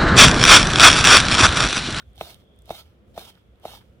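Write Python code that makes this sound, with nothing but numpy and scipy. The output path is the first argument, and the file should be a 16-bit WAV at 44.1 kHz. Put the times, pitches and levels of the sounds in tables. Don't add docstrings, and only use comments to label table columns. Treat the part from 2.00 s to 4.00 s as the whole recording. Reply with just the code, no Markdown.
import sys
import numpy as np
from scipy import signal
from scipy.fft import rfft, irfft, next_fast_len
from scipy.io import wavfile
from scipy.ndimage import uniform_filter1d, map_coordinates

SR = 44100
rng = np.random.default_rng(int(sys.argv[2]) if len(sys.argv) > 2 else 0)


def output_pcm(signal):
    pcm = np.clip(np.atleast_2d(signal).T, -1, 1) * 32767
    wavfile.write(sys.argv[1], SR, np.round(pcm).astype(np.int16))


def ratio(d):
    e = np.asarray(d, float) / 20
    return 10 ** e


N = 88200
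T = np.arange(N) / SR


def unit(x):
    return x / np.sqrt(np.mean(x ** 2) + 1e-20)


def along(points, hz):
    f, v = np.transpose(points)
    return np.interp(np.log(hz + 1), np.log(f + 1), v)


def wobble(rate):
    knots = rng.standard_normal(int(N * rate / SR) + 4)
    return map_coordinates(knots, [T * rate])


def filtered(x, response):
    m = next_fast_len(N + SR // 2)
    return irfft(rfft(x, m) * response(np.fft.rfftfreq(m, 1 / SR)), m)[..., :N]


def spread(pair, gain, alike):
    turn = lambda hz: np.arccos(np.clip(along(alike, hz), -1, 1)) / 2
    mid, side = filtered(pair, lambda hz: gain(hz) * [np.cos(turn(hz)), np.sin(turn(hz))])
    return unit(np.array([mid + side, mid - side]))


def add(track, s, sound):
    part = track[..., max(round(s * SR), 0):][..., :sound.shape[-1]]
    part += sound[..., :part.shape[-1]]


def grains(per_s, spread_db):
    clicks = (rng.random((2, N)) < per_s / SR) * rng.standard_normal((2, N))
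    return clicks * ratio(spread_db * rng.exponential(size=(2, N)))


def peak_one(x):
    return x / np.abs(x).max()


def ring(db, hz, t60):
    contact_s, quick_hz = .002, 900
    t = T[:SR // 8]
    onset = 1 - np.exp(-t * max(hz / quick_hz, 1) ** 2 / contact_s)
    return -ratio(db - 60 * t / t60) * np.sin(2 * np.pi * hz * t) * onset


# frequency in Hz, level in dB,
# t60 in seconds, side of the node line # struck (+1 or -1).
BOARD_MODES = [(180, -12, .017, 1), (243, -3, .004, -1), (342, -27, .1, 1), (444, -22, .05, -1),
               (666, 0, .017, 1), (749, -5.5, .015, 1), (904, -24, .036, -1), (990, -12.5, .018, 1),
               (1275, -21.5, .023, -1),
               (1520, -27, .017, 1), (1780, -29, .014, -1), (2140, -21, .014, 1), (2590, -23, .016, -1),
               (3130, -26, .017, 1), (3650, -26, .015, -1)]


def board(tilt_db):
    total = 0
    for hz, db, t60, side in BOARD_MODES:
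        scatter_db = .8 * rng.normal()
        brightness_db = tilt_db * max(np.log2(hz / 800), 0)
        total = total + side * ring(db + scatter_db + brightness_db, hz, t60)
    return total


# start in seconds, peak level in dB,
# brightness in dB per octave above the body.
BLOWS = [
    (.21025, -15.8, 4),
    (.7055, -18, -4.5),
    (1.177, -22, -3),
    (1.6533, -21.3, -5),
]


def blows():
    thump_hz, thump_db, thump_t60_s = 170, -25, .07
    crack_hz, crack_db, crack_t60_s = 5500, -19, .014
    wood, t = np.zeros(N), T[:SR // 8]
    lowpass = signal.butter(2, crack_hz, fs=SR)
    for s, db, tilt_db in BLOWS:
        noise = signal.lfilter(*lowpass, rng.standard_normal(len(t)))
        crack = ratio(crack_db + tilt_db - 60 * t / crack_t60_s) * noise
        thump = ring(thump_db, thump_hz, thump_t60_s)
        add(wood, s, ratio(db) * (peak_one(board(tilt_db)) + thump + crack))
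    return wood


# start in seconds, peak level in dB, frequency in Hz.
TOUCHES = [(.166, -59, 507), (.177, -47.5, 720), (.229, -38.5, 680), (.676, -49, 660), (.692, -35.5, 695),
           (.726, -40.5, 720), (.740, -42.5, 790), (1.151, -48.5, 680), (1.163, -42, 684),
           (1.168, -40, 680), (1.194, -46, 680), (1.213, -60, 720), (1.241, -53, 850), (1.266, -50, 880),
           (1.279, -45.5, 906), (1.633, -48, 666), (1.640, -41.5, 650), (1.646, -41.5, 640),
           (1.679, -39.5, 766), (1.686, -45, 826), (1.735, -39, 775), (1.771, -46.5, 870)]
# start in seconds, level in dB, frequency in Hz.
RATTLE = [(0.00079, -28.5, 1246), (0.016, -42, 1385), (0.0054, -42.5, 3300), (0.00193, -45, 3300),
          (0.002, -45, 2600), (.023, -39.5, 1540), (0.01, -46, 1300)]


def touches():
    judder_s, judder_db = .004, 0
    touch_t60_s, second_mode_ratio, rattle_t60_s = .022, 1.088, .009
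    slips = lambda: rng.standard_normal(round(judder_s * SR)) / np.sqrt(judder_s * SR)
    wood = np.zeros(N)
    for s, db, hz in TOUCHES:
        pair = ring(0, hz, touch_t60_s) + ring(-9.5, second_mode_ratio * hz, touch_t60_s)
        add(wood, s, ratio(db + judder_db) * peak_one(signal.fftconvolve(pair, slips())))
    for s, db, hz in RATTLE:
        add(wood, s, signal.fftconvolve(ring(db, hz, rattle_t60_s), slips()))
    return wood


# landing in seconds, cut length in seconds, slide length in seconds,
# slide level in dB.
STROKES = [
    (0.203, 0.045, 0.13, -42),
    (0.703, 0.044, 0.11, -42.5),
    (1.177, 0.032, 0.12, -43),
    (1.651, 0.03, 0.12, -43.5),
]


def pressure():
    cut_start_db, cut_rise_db, cut_end_db = -19.5, 22, -8
    bite_db, sag_db, lift_db = 1.5, -5.5, -22
    release_s, lift_fade_db_per_s = .035, 136
    levels = [cut_start_db - cut_rise_db, cut_start_db, cut_end_db, bite_db, -.6, sag_db, lift_db]
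    gain = ratio(-63 - 480 * np.clip(T - .015, 0, None))
    for s, cut, slide, db in STROKES:
        end = s + slide + release_s
        times = [s - cut - .015, s - cut, s - .001, s, s + 0.23 * slide, s + slide, end]
        shape = np.interp(T, times, levels, left=-90)
        gain = gain + ratio(db + shape - lift_fade_db_per_s * np.clip(T - end, 0, None))
    return gain


# frequency in Hz, level in dB.
SLIDE = [(150, -46), (250, -12.5), (759, -9), (1130, -11.5), (1320, -2), (1940, -14.5), (3740, -10.5),
         (7490, -13), (15800, -17)]
# frequency in Hz, coherence.
SLIDE_ALIKE = [(300, .85), (1000, .7), (3500, .5), (8000, .4), (15000, .35)]
# frequency in Hz, width in Hz, level in dB.
BLADE = [(720, 240, 6), (1420, 160, -4.5), (2210, 143, 7), (2866, 375, 6.5), (3216, 94, 5.5),
         (3660, 360, 8.5), (4220, 48, 8), (5130, 84, -1), (7420, 1130, -6)]
# frequency in Hz, width in Hz, level in dB.
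HEEL = [(680, 120, 4), (3738, 115, 5), (3240, 280, -2.5)]
# frequency in Hz, width in Hz, level in dB.
TIP = [(880, 72, 3.5), (3830, 170, -4.5), (3220, 250, 3.5), (5120, 650, 4.5)]


def scrape():
    chatter_db, rasp_db, swell_db, streak_db = 1.4, 1.5, .7, 2.5
    z = signal.stft(grains(16000, 2.2), nperseg=512)[2]
    streaks = uniform_filter1d(rng.standard_normal(z.shape[1:]), size=2, axis=0)
    streaks = uniform_filter1d(streaks, size=7, axis=1)
    rubbed = signal.istft(z * ratio(streak_db * unit(streaks)), nperseg=512)[1][:, :N]

    def at(part):
        peaks = lambda hz: sum(db * np.exp(-((hz - c) / w) ** 2) for c, w, db in BLADE + part)
        return spread(rubbed, lambda hz: ratio(along([(80, -31)] + SLIDE, hz) + peaks(hz)), SLIDE_ALIKE)

    tip, cutting = np.zeros(N), np.zeros(N)
    for s, cut, slide, db in STROKES:
        tip += np.interp(T, [s + .4 * slide, s + .8 * slide, s + .3, s + .31], [0, 1, 1, 0])
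        tip += .6 * ((T > s - .1) & (T < s))
        cutting += (T > s - cut - .015) & (T < s)
    uneven_db = (chatter_db + rasp_db * cutting) * wobble(90) + swell_db * wobble(22.6)
    return ((1 - tip) * at(HEEL) + tip * at(TIP)) * pressure() * ratio(uneven_db)


# start in seconds, length in seconds, level in dB.
PEELS = [
    (0.333, 0.099, -69.5),
    (0.837, 0.033, -80),
    (1.333, 0.098, -67),
    (1.802, 0.03, -61),
    (1.55, 0.13, -71.5),
    (1.968, 0.028, -85),
]
# frequency in Hz, level in dB.
PEEL = [(1500, 11), (3500, -0.5), (6500, -14), (10000, -11), (13000, -12), (14600, -4), (16000, -31)]


def peeling():
    gain = 0
    for s, length, db in PEELS:
        gain = gain + ratio(db) * np.clip(np.minimum(T - s, s + length - T) / 0.0082, 0, 1)
    crackle = spread(grains(6000, 3.4), lambda hz: ratio(along(PEEL, hz)), [(1000, 0.5)])
    return crackle * gain * ratio(3.1 * wobble(58.7))


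# start in seconds, peak level in dB, left-right difference in dB,
# dull part in dB.
TICKS = [(.132, -55, 0, -4), (0.1504, -54, -5, -12), (.158, -43.5, 7, -19), (.167, -51, -8, 2),
         (0.179, -47.5, -3, 7), (0.3442, -37.5, -7, -3), (.440, -66, -2, -5), (.553, -68, 0, -10),
         (0.5616, -56, .6, -15), (.587, -56, 0, -15), (.5895, -49.5, 2.5, -1), (0.6205, -44, -5, -23),
         (0.6568, -42.5, -2, -7), (.6764, -57, 0, -5), (0.693, -45, -10, 8), (.857, -61, -4, -3),
         (1.0789, -63.5, 1, -10), (1.1488, -67, -3.5, -8), (1.353, -59.5, -5, 8), (1.5574, -64, -2.5, 1),
         (1.5988, -52, -2.5, -17)]
# frequency in Hz, level in dB.
TICK_BRIGHT = [(3000, -48), (5500, -9), (7000, -16.5), (9000, 2.5), (11500, -2), (14000, -8), (16000, -14)]
# frequency in Hz, level in dB.
TICK_DULL = [(800, -37), (2000, -15), (3600, 4.5), (5500, -13), (9000, -43)]


def fibres():
    tick_t60_s, tick_db = .006, 5
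    bright, dull, t = np.zeros((2, N)), np.zeros((2, N)), T[:SR // 30]
    for s, db, pan, dull_db in TICKS:
        burst = rng.standard_normal(len(t)) * ratio(-60 * t / tick_t60_s) * (1 - np.exp(-t / 0.00032))
        burst = ratio(db + tick_db + np.array([[pan / 2], [-pan / 2]])) * burst
        add(bright, s, burst)
        add(dull, s, ratio(dull_db + 6.5) * burst)
    bright = filtered(bright, lambda hz: ratio(along(TICK_BRIGHT, hz)))
    return bright + filtered(dull, lambda hz: ratio(along(TICK_DULL, hz)))


# frequency in Hz, t60 in seconds.
KITCHEN = [(200, .12), (2000, .12), (10000, .08)]


def kitchen(x):
    hz, t, z = signal.stft(rng.standard_normal((2, SR // 3)), SR, nperseg=256)
    decay = ratio(-60 * t / along(KITCHEN, hz)[:, None])
    tail = signal.istft(z * decay, SR, nperseg=256)[1]
    late = np.pad(x, (200, 0))[None]
    return signal.fftconvolve(late, tail / np.linalg.norm(tail[0]), axes=1)[:, :N]


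# time in seconds, level in dB.
SIZZLE = [(0, -75), (.3, -73), (.6, -68), (.85, -93), (1.3, -75.5), (2, -90)]


def sizzle():
    shape = lambda hz: np.exp(-((hz - 3370) / 250) ** 2)
    band = spread(rng.standard_normal((2, N)), shape, [(1000, -.2)])
    return band * ratio(np.interp(T, *np.transpose(SIZZLE)))


# frequency in Hz, coherence.
ROOM_ALIKE = [(60, 1), (180, 0.77), (550, 0.56), (1650, -0.17), (4970, 0.27), (15000, -0.73)]


def room_noise(points):
    return spread(rng.standard_normal((2, N)), lambda hz: ratio(along(points, hz)), ROOM_ALIKE)


# time in seconds, level in dB.
SURGE = [(0.0, -57), (0.1, -50), (0.15, -58.5), (0.19, -48.5), (0.28, -53.5), (0.39, -48.5), (0.45, -60.5),
         (0.73, -47), (0.76, -56), (0.89, -57), (1.04, -61), (1.1, -50), (1.33, -57.5), (1.49, -57),
         (1.63, -60), (1.65, -51), (1.82, -53), (2.0, -55.5)]
# frequency in Hz, level in dB.
DEEP = [(15, -60), (40, -24), (60, 2.5), (85, -3.5), (115, -7.5), (145, -12.5), (250, -50)]
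# frequency in Hz, level in dB.
RUMBLE = [(80, -61), (170, 0.5), (210, 0), (280, -7), (340, -6.5), (530, -6.5), (900, -23.5), (1200, -22)]
# frequency in Hz, level in dB.
TRAFFIC = [(12, -30), (25, -3), (40, 7), (60, -35.5)]
# frequency in Hz, level in dB.
HISS = [(410, -75), (700, -5), (1090, -13), (1330, -3.5), (1610, -8), (2510, -10), (3350, -10), (3910, -17),
        (15800, -61)]


def background():
    surges = room_noise(DEEP) * ratio(np.interp(T, *np.transpose(SURGE)))
    murmur = room_noise(RUMBLE + [(1800, -68.5)]) * ratio(-60 + 1.2 * wobble(7.6))
    traffic = ratio(-74.5) * room_noise(TRAFFIC)
    hiss = ratio(-71 + 0.81 * wobble(5.65)) * room_noise([(300, -60)] + HISS)
    return (surges + murmur + traffic) * ratio([[-.6], [.6]]) + hiss


# frequency in Hz, left-right difference in dB.
LEAN = [(100, -3.5), (600, -0.5), (1400, 2), (3000, -7), (5500, -2.5), (8500, 6), (11000, -2),
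        (14000, -7.5)]
# frequency in Hz, lead of the left in seconds.
LEFT_LEADS = [(800, .00005), (2000, .000136)]


def scene():
    near = blows() + touches() + scrape() + fibres() + peeling()
    side = np.array([[.5], [-.5]])

    def ports(hz):
        lead = np.exp(2j * np.pi * hz * side * along(LEFT_LEADS, hz))
        return ratio(side * along(LEAN, hz)) * lead

    return filtered(near, ports) + ratio(-24) * kitchen(near[0]) + background() + sizzle()


def band_limit(x):
    return signal.sosfilt(signal.butter(12, 15950, fs=SR, output="sos"), x)


def record(dry):
    mix = filtered(dry, lambda hz: hz < 15900)
    return band_limit(mix)


dry = scene()
out = record(dry)
output_pcm(out)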